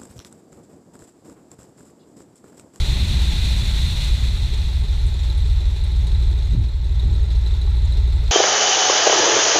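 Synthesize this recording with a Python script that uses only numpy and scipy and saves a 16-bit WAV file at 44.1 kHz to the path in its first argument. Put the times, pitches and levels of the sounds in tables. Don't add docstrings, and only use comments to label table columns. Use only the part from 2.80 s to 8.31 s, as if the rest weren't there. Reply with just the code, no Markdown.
import sys
import numpy as np
from scipy import signal
from scipy.fft import rfft, irfft
from scipy.io import wavfile
from scipy.ndimage import uniform_filter1d, minimum_filter1d

SR = 44100
rng = np.random.default_rng(int(sys.argv[2]) if len(sys.argv) > 2 else 0)


def generate_wav(sig):
    pcm = np.round(np.clip(np.atleast_2d(sig).T, -1, 1) * 32767).astype(np.int16)
    wavfile.write(sys.argv[1], SR, pcm)


N = 242991
TIME_S = np.arange(N) / SR
FREQS_HZ = np.fft.rfftfreq(2 * N, 1 / SR)

# t/s, level/dB
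SPRAY_FLOW = [(0, -29), (1.15, -30), (1.55, -35), (2.2, -40.5), (3.2, -44), (4.3, -49.5), (5.51, -45.5)]
# peak t/s, boost/dB, half width/s
SPRAY_SURGES = [(.68, 1.2, .12), (1.24, 2.2, 0.05)]
# f/Hz, level/dB
SPRAY_SPECTRUM = [(100, -3), (300, -9), (600, -6), (1200, -8.5), (2000, 1), (2700, 4.5), (4000, 3),
                  (5500, -3.5), (7500, -4.5), (10000, -11), (13000, -17), (15500, -18.5)]
# f/Hz, level/dB
DRUM_SPECTRUM = [(60, -31), (130, 5.5), (190, 0.5), (260, -9), (380, -12), (480, -27), (1000, -36),
                 (3000, -66)]
# t/s, level/dB
WAKE_FLOW = [(0, -41.5), (1.5, -46.5), (2.8, -48), (4.2, -49), (5.51, -47)]
# f/Hz, level/dB
WASH_SPECTRUM = [(100, 0.5), (250, 0), (500, -6.5), (900, -3), (1200, -9.5), (2000, -5.5), (2700, -10.5),
                 (4000, -11.5), (5500, -18.5), (9000, -41), (15500, -54)]
# t/s, speed/rpm
ENGINE_SPEED = [(0, 783.9), (1.3, 782.1), (2.7, 778.6), (4.1, 775.7), (5.5, 780.1)]
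# multiple of the four-stroke cycle rate, level/dB
EXHAUST_LINES = [(4, -31.5), (5, -42), (6, -26), (7, -31), (9, -20), (11, -33), (12, -26), (13, -40),
                 (14, -45), (15, -37), (18, -36), (20, -50), (21, -52), (22, -54), (24, -49), (25, -57),
                 (26, -58), (27, -59), (30, -57), (36, -63)]
# position/cycle, level/dB
KNOCK_PATTERN = [(.15, -1.5), (.265, 1.5), (0.329, -2.5), (0.461, -3), (.555, -8), (.61, -3), (0.684, -5),
                 (.805, -4.5), (0.849, -3.5), (0.982, -4.5)]
# f/Hz, level/dB, t60/s
AIRFRAME_MODES = [(338, 0, 0.043), (406, 1, 0.045), (408, -4.5, 0.024), (575, -13.5, 0.074),
                  (863, -17.5, 0.075), (980, -15.5, 0.084)]
# f/Hz, level/dB
PANEL_SPECTRUM = [(200, -33), (290, -11.5), (330, 2.5), (435, 1.5), (470, -21.5), (800, -14), (980, -20.5),
                  (1150, -39)]
# position/cycle, level/dB
VALVE_PATTERN = [(0.114, 0), (0.271, 1.5), (.33, 3), (0.448, -1), (0.583, 4), (.635, -11), (.785, -15),
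                 (.85, 3), (0.944, 2)]
# f/Hz, level/dB
CLATTER_SPECTRUM = [(300, -23), (900, -1.5), (1500, -8.5), (2900, -4), (3600, -1.5), (4300, -5.5),
                    (5000, -4), (6500, -12), (8200, -11), (9200, -27.5), (12000, -21.5), (15500, -38)]
# position/cycle, ping level/dB, ping f/Hz, tinkle and click level/dB
TAP_PATTERN = [(.277, -36, 3940, -52), (.612, -40.5, 4110, -57), (.782, -43, 3790, -53)]
# t/s, ping level/dB, ping f/Hz, tinkle and click level/dB
HARD_TAPS = [(2.2664, -38, 3590, -41), (2.4992, -31, 3990, -54), (2.577, -32, 3940, -43.5),
             (3.0385, -36, 3960, -44), (3.27, -42, 3600, -46), (3.3468, -30, 3880, -52),
             (4.1959, -27.5, 3760, -57), (4.5037, -33.5, 4030, -62), (4.6618, -29, 3990, -58),
             (4.7386, -35, 3680, -55), (4.8135, -33, 3980, -54), (5.1218, -33, 3895, -47)]
# f/Hz, level/dB
CLICK_SPECTRUM = [(1000, -38), (4000, -26), (6300, -17), (7400, 5.5), (8400, -10), (9500, 5), (11000, -4),
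                  (12500, -16), (15500, -30)]
# f/Hz, level/dB
BUFFET_SPECTRUM = [(5, -40), (14, -12), (25, -6), (35, -2), (50, 0), (70, -3), (90, -8), (120, -12),
                   (160, -19), (200, -25), (260, -33), (400, -46), (800, -65), (3000, -100)]
# peak t/s, level/dB, half width/s
GUSTS = [(3.785, -15.5, 0.077), (4.3, -19, 0.064)]
# f/Hz, level/dB
GUST_SPECTRUM = [(8, -19), (25, 10), (45, 6), (100, 2), (170, -9), (300, -22.5), (400, -34.5), (700, -64),
                 (3000, -104)]
# f/Hz, level/dB
THUMP_SPECTRUM = [(50, -10), (110, 3), (200, -1), (330, -5), (450, -23), (800, -30), (2000, -63)]
# f/Hz, half width/Hz, gain/dB
CASE_MODES = [(569, 65, 4.5), (857, 26, 4.5), (956, 11, 3), (1374, 43, 3), (2030, 72, 3), (2470, 32, 4),
              (3060, 170, -2.5), (3588, 326, 8), (4108, 330, 9.5), (5030, 280, -1.5), (5730, 190, 1.5),
              (11200, 370, 1.5)]


def spray():
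    surge_db = sum(db * swell(s, half_width_s) for s, db, half_width_s in SPRAY_SURGES)
    flow = envelope(SPRAY_FLOW) * gain(surge_db)
    mist = noise(SPRAY_SPECTRUM) * gain(0.93 * drift(rate_hz=18))
    patter = coloured(drops(per_s=2500, spread_db=3), SPRAY_SPECTRUM)
    plinks = bubbles(low_hz=2316, high_hz=8526, per_s=1400, life_cycles=26.4)
    return flow * (gain(-7.5) * mist + gain(-14) * patter + gain(-18.5) * plinks)


def floats(peak_s=0.32, peak_db=-31.5, rise_db_per_s=19, fall_db_per_s=15):
    since_s = TIME_S - peak_s
    level_db = peak_db + np.minimum(rise_db_per_s * since_s, -fall_db_per_s * since_s)
    return gain(level_db) * noise(DRUM_SPECTRUM)


def wash():
    churn = noise(WASH_SPECTRUM) * gain(0.38 * drift(rate_hz=11))
    gurgle = bubbles(low_hz=702, high_hz=4380, per_s=450, life_cycles=11)
    fizz = bubbles(low_hz=6310, high_hz=8750, per_s=170, life_cycles=40)
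    return envelope(WAKE_FLOW) * (churn + gain(-10.5) * gurgle + gain(-14.5) * fizz)


def bubbles(low_hz, high_hz, per_s, life_cycles, sizes=24):
    sound = np.zeros(N)
    for hz in np.geomspace(low_hz, high_hz, sizes):
        cycles = hz * rng.uniform(0.98, 1.02) * TIME_S[:SR // 20]
        age = cycles / life_cycles
        bubble = (np.exp(-age) - np.exp(-age * 6)) * np.sin(2 * np.pi * cycles * (1 + 0.0055 * age))
        sound += signal.oaconvolve(drops(per_s / sizes, spread_db=3.5), bubble)[:N]
    return unit_rms(sound)


def exhaust(cycles, lag_cycles=0.424, smear_cycles=0.018):
    lines = sum(gain(db) * np.cos(2 * np.pi * (k * (cycles - lag_cycles) - smear_cycles * k ** 2))
                for k, db in EXHAUST_LINES)
    return np.sqrt(2) * lines * settle(planing_db=-3, settled_db=1) * gain(0.95 * drift(rate_hz=2.5))


def knocks(cycles, attack_s=0.034):
    t = TIME_S[:SR // 6]
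    modes = sum(gain(db - 60 * t / t60_s) * np.sin(2 * np.pi * hz * t)
                for hz, db, t60_s in AIRFRAME_MODES)
    ring = modes * (1 - np.exp(-t / attack_s))
    blows = each_cycle(cycles, KNOCK_PATTERN, jitter_s=0.0005, uneven_db=2.5)
    ringing = unit_rms(signal.oaconvolve(blows, ring)[:N])
    shaking = rattle(blows, fall_s=0.004, tail_s=0.018, tail_db=-10)
    buzz = coloured(shaking * rng.standard_normal(N), PANEL_SPECTRUM)
    return settle(planing_db=-52, settled_db=-46) * (gain(-7) * ringing + gain(-2.5) * buzz)


def valves(cycles):
    blows = each_cycle(cycles, VALVE_PATTERN, jitter_s=0.0018, uneven_db=3)
    clatter = rattle(blows, fall_s=0.0089, tail_s=0.047, tail_db=-3.5) * noise(CLATTER_SPECTRUM)
    return settle(planing_db=-47, settled_db=-52.5) * unit_rms(clatter)


def taps(cycles, uneven_db=0.5, tinkle_centre_hz=7970):
    soft_taps = [(np.interp(cycle + position, cycles, TIME_S),
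                  ping_db + uneven_db * rng.uniform(-1, 1),
                  ping_hz * (1 + 0.0387 * rng.uniform(-0.95, 1)),
                  tinkle_db + uneven_db * rng.uniform(-1, 1))
                 for cycle in range(int(cycles[-1]))
                 for position, ping_db, ping_hz, tinkle_db in TAP_PATTERN]
    ringing, blows = np.zeros(N), np.zeros(N)
    for s, ping_db, ping_hz, tinkle_db in soft_taps + list(HARD_TAPS):
        tinkle_hz = tinkle_centre_hz * (1 + 0.091 * rng.uniform(-0.92, 1))
        ping = steel_ring(ping_hz, fall_s=0.0037, tail_s=0.023, flutter_rad=0.49)
        tinkle = steel_ring(tinkle_hz, fall_s=0.0036, tail_s=0.012, flutter_rad=0.98)
        add(ringing, s, gain(ping_db - 7) * ping + gain(tinkle_db + 1) * tinkle)
        add(blows, s, gain([tinkle_db]))
    click = rattle(blows, fall_s=0.004, tail_s=0.013, tail_db=-11.5) * noise(CLICK_SPECTRUM)
    return ringing + gain(-6.5) * click


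def steel_ring(hz, fall_s, tail_s, flutter_rad, attack_s=0.0005):
    t = TIME_S[:SR // 12]
    shape = (1 - np.exp(-t / attack_s)) ** 2 * decay(t, fall_s, tail_s, tail_db=-15)
    wander = uniform_filter1d(rng.standard_normal(len(t)), size=130)
    wander = unit_rms(uniform_filter1d(wander, size=40))
    return shape * np.sin(2 * np.pi * hz * t + flutter_rad * wander)


def wind(thump_s=3.747):
    impact = rattle(clicks(np.array([thump_s]), [0]), fall_s=0.014, tail_s=0.05, tail_db=-10)
    thump = coloured(impact * rng.standard_normal(N), THUMP_SPECTRUM)
    buffet = noise(BUFFET_SPECTRUM) * gain(0.57 * drift(rate_hz=3.8))
    gusts = sum(gain(db) * swell(s, half_width_s) for s, db, half_width_s in GUSTS) * noise(GUST_SPECTRUM)
    return settle(planing_db=-19.5, settled_db=-27.5) * buffet + gusts + gain(-49.5) * thump


def settle(planing_db, settled_db, off_step_s=1.177, tau_s=0.88):
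    planing = np.exp(-np.maximum(TIME_S - off_step_s, 0) / tau_s)
    return gain(settled_db + (planing_db - settled_db) * planing)


def each_cycle(cycles, pattern, jitter_s, uneven_db):
    position, db = np.transpose(pattern)
    due_cycles = np.arange(int(cycles[-1]) + 1)[:, None] + position
    late, harder = rng.standard_normal((2, *due_cycles.shape))
    times_s = np.interp(due_cycles, cycles, TIME_S, right=2 * TIME_S[-1]) + jitter_s * late
    return clicks(times_s.ravel(), (db + uneven_db * harder).ravel())


def rattle(blows, fall_s, tail_s, tail_db):
    shape = decay(TIME_S[:SR // 6], fall_s, tail_s, tail_db)
    return np.sqrt(abs(signal.oaconvolve(blows ** 2, shape ** 2)[:N]))


def decay(t, fall_s, tail_s, tail_db):
    return np.exp(-t / fall_s) + gain(tail_db) * np.exp(-t / tail_s)


def drops(per_s, spread_db):
    size = gain(spread_db * np.minimum(rng.exponential(1, N), 5))
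    return size * rng.choice([-1, 1], N) * (rng.random(N) < per_s / SR)


def clicks(times_s, db):
    samples = np.clip(np.round(times_s * SR).astype(int), 0, N)
    return np.bincount(samples, gain(db), N + 1)[:N]


def noise(spectrum):
    return coloured(rng.standard_normal(N), spectrum)


def coloured(x, spectrum):
    hz, db = np.transpose(spectrum)
    return unit_rms(filtered(x, np.interp(np.log(FREQS_HZ + 1), np.log(hz), db)))


def filtered(x, db):
    log_gain = np.log(gain(np.r_[db, db[-2:0:-1]]))
    phase_rad = -signal.hilbert(log_gain).imag[:len(db)]
    return irfft(rfft(x, 2 * N) * gain(db) * np.exp(1j * phase_rad))[:N]


def drift(rate_hz):
    return unit_rms(irfft(rfft(rng.standard_normal(2 * N)) / (1 + (FREQS_HZ / rate_hz) ** 4))[:N])


def swell(peak_s, half_width_s):
    return np.exp(-((TIME_S - peak_s) / half_width_s) ** 2)


def envelope(points):
    return gain(np.interp(TIME_S, *np.transpose(points)))


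def add(mix, start_s, sound):
    part = mix[round(start_s * SR):][:len(sound)]
    part += sound[:len(part)]


def gain(db):
    return 10 ** (np.asarray(db) / 20)


def unit_rms(x):
    return x / np.sqrt(np.mean(x ** 2) + 1e-20)


def scene():
    cycles = np.cumsum(np.interp(TIME_S, *np.transpose(ENGINE_SPEED))) / (2 * 60 * SR)
    engine = exhaust(cycles) + knocks(cycles) + valves(cycles) + taps(cycles)
    return (engine + spray() + wash() + floats() + wind())[None]


def record(dry, ceiling_db=-7.5, hold_samples=2200, cutoff_hz=15350):
    case_db = sum(db * np.exp(-((FREQS_HZ - hz) / half_width_hz) ** 2)
                  for hz, half_width_hz, db in CASE_MODES)
    boxed = filtered(dry[0], case_db)
    allowed_gain = np.minimum(1, gain(ceiling_db) / (abs(boxed) + 1e-9))
    limiter = uniform_filter1d(minimum_filter1d(allowed_gain, hold_samples), hold_samples)
    dip = gain(-3.5 * swell(peak_s=3.96, half_width_s=0.13))
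    lowpass = signal.firwin(801, cutoff_hz, window=("kaiser", 9), fs=SR)
    return signal.oaconvolve(boxed * limiter * dip, lowpass, "same")[None]


dry = scene()
out = record(dry)
generate_wav(out)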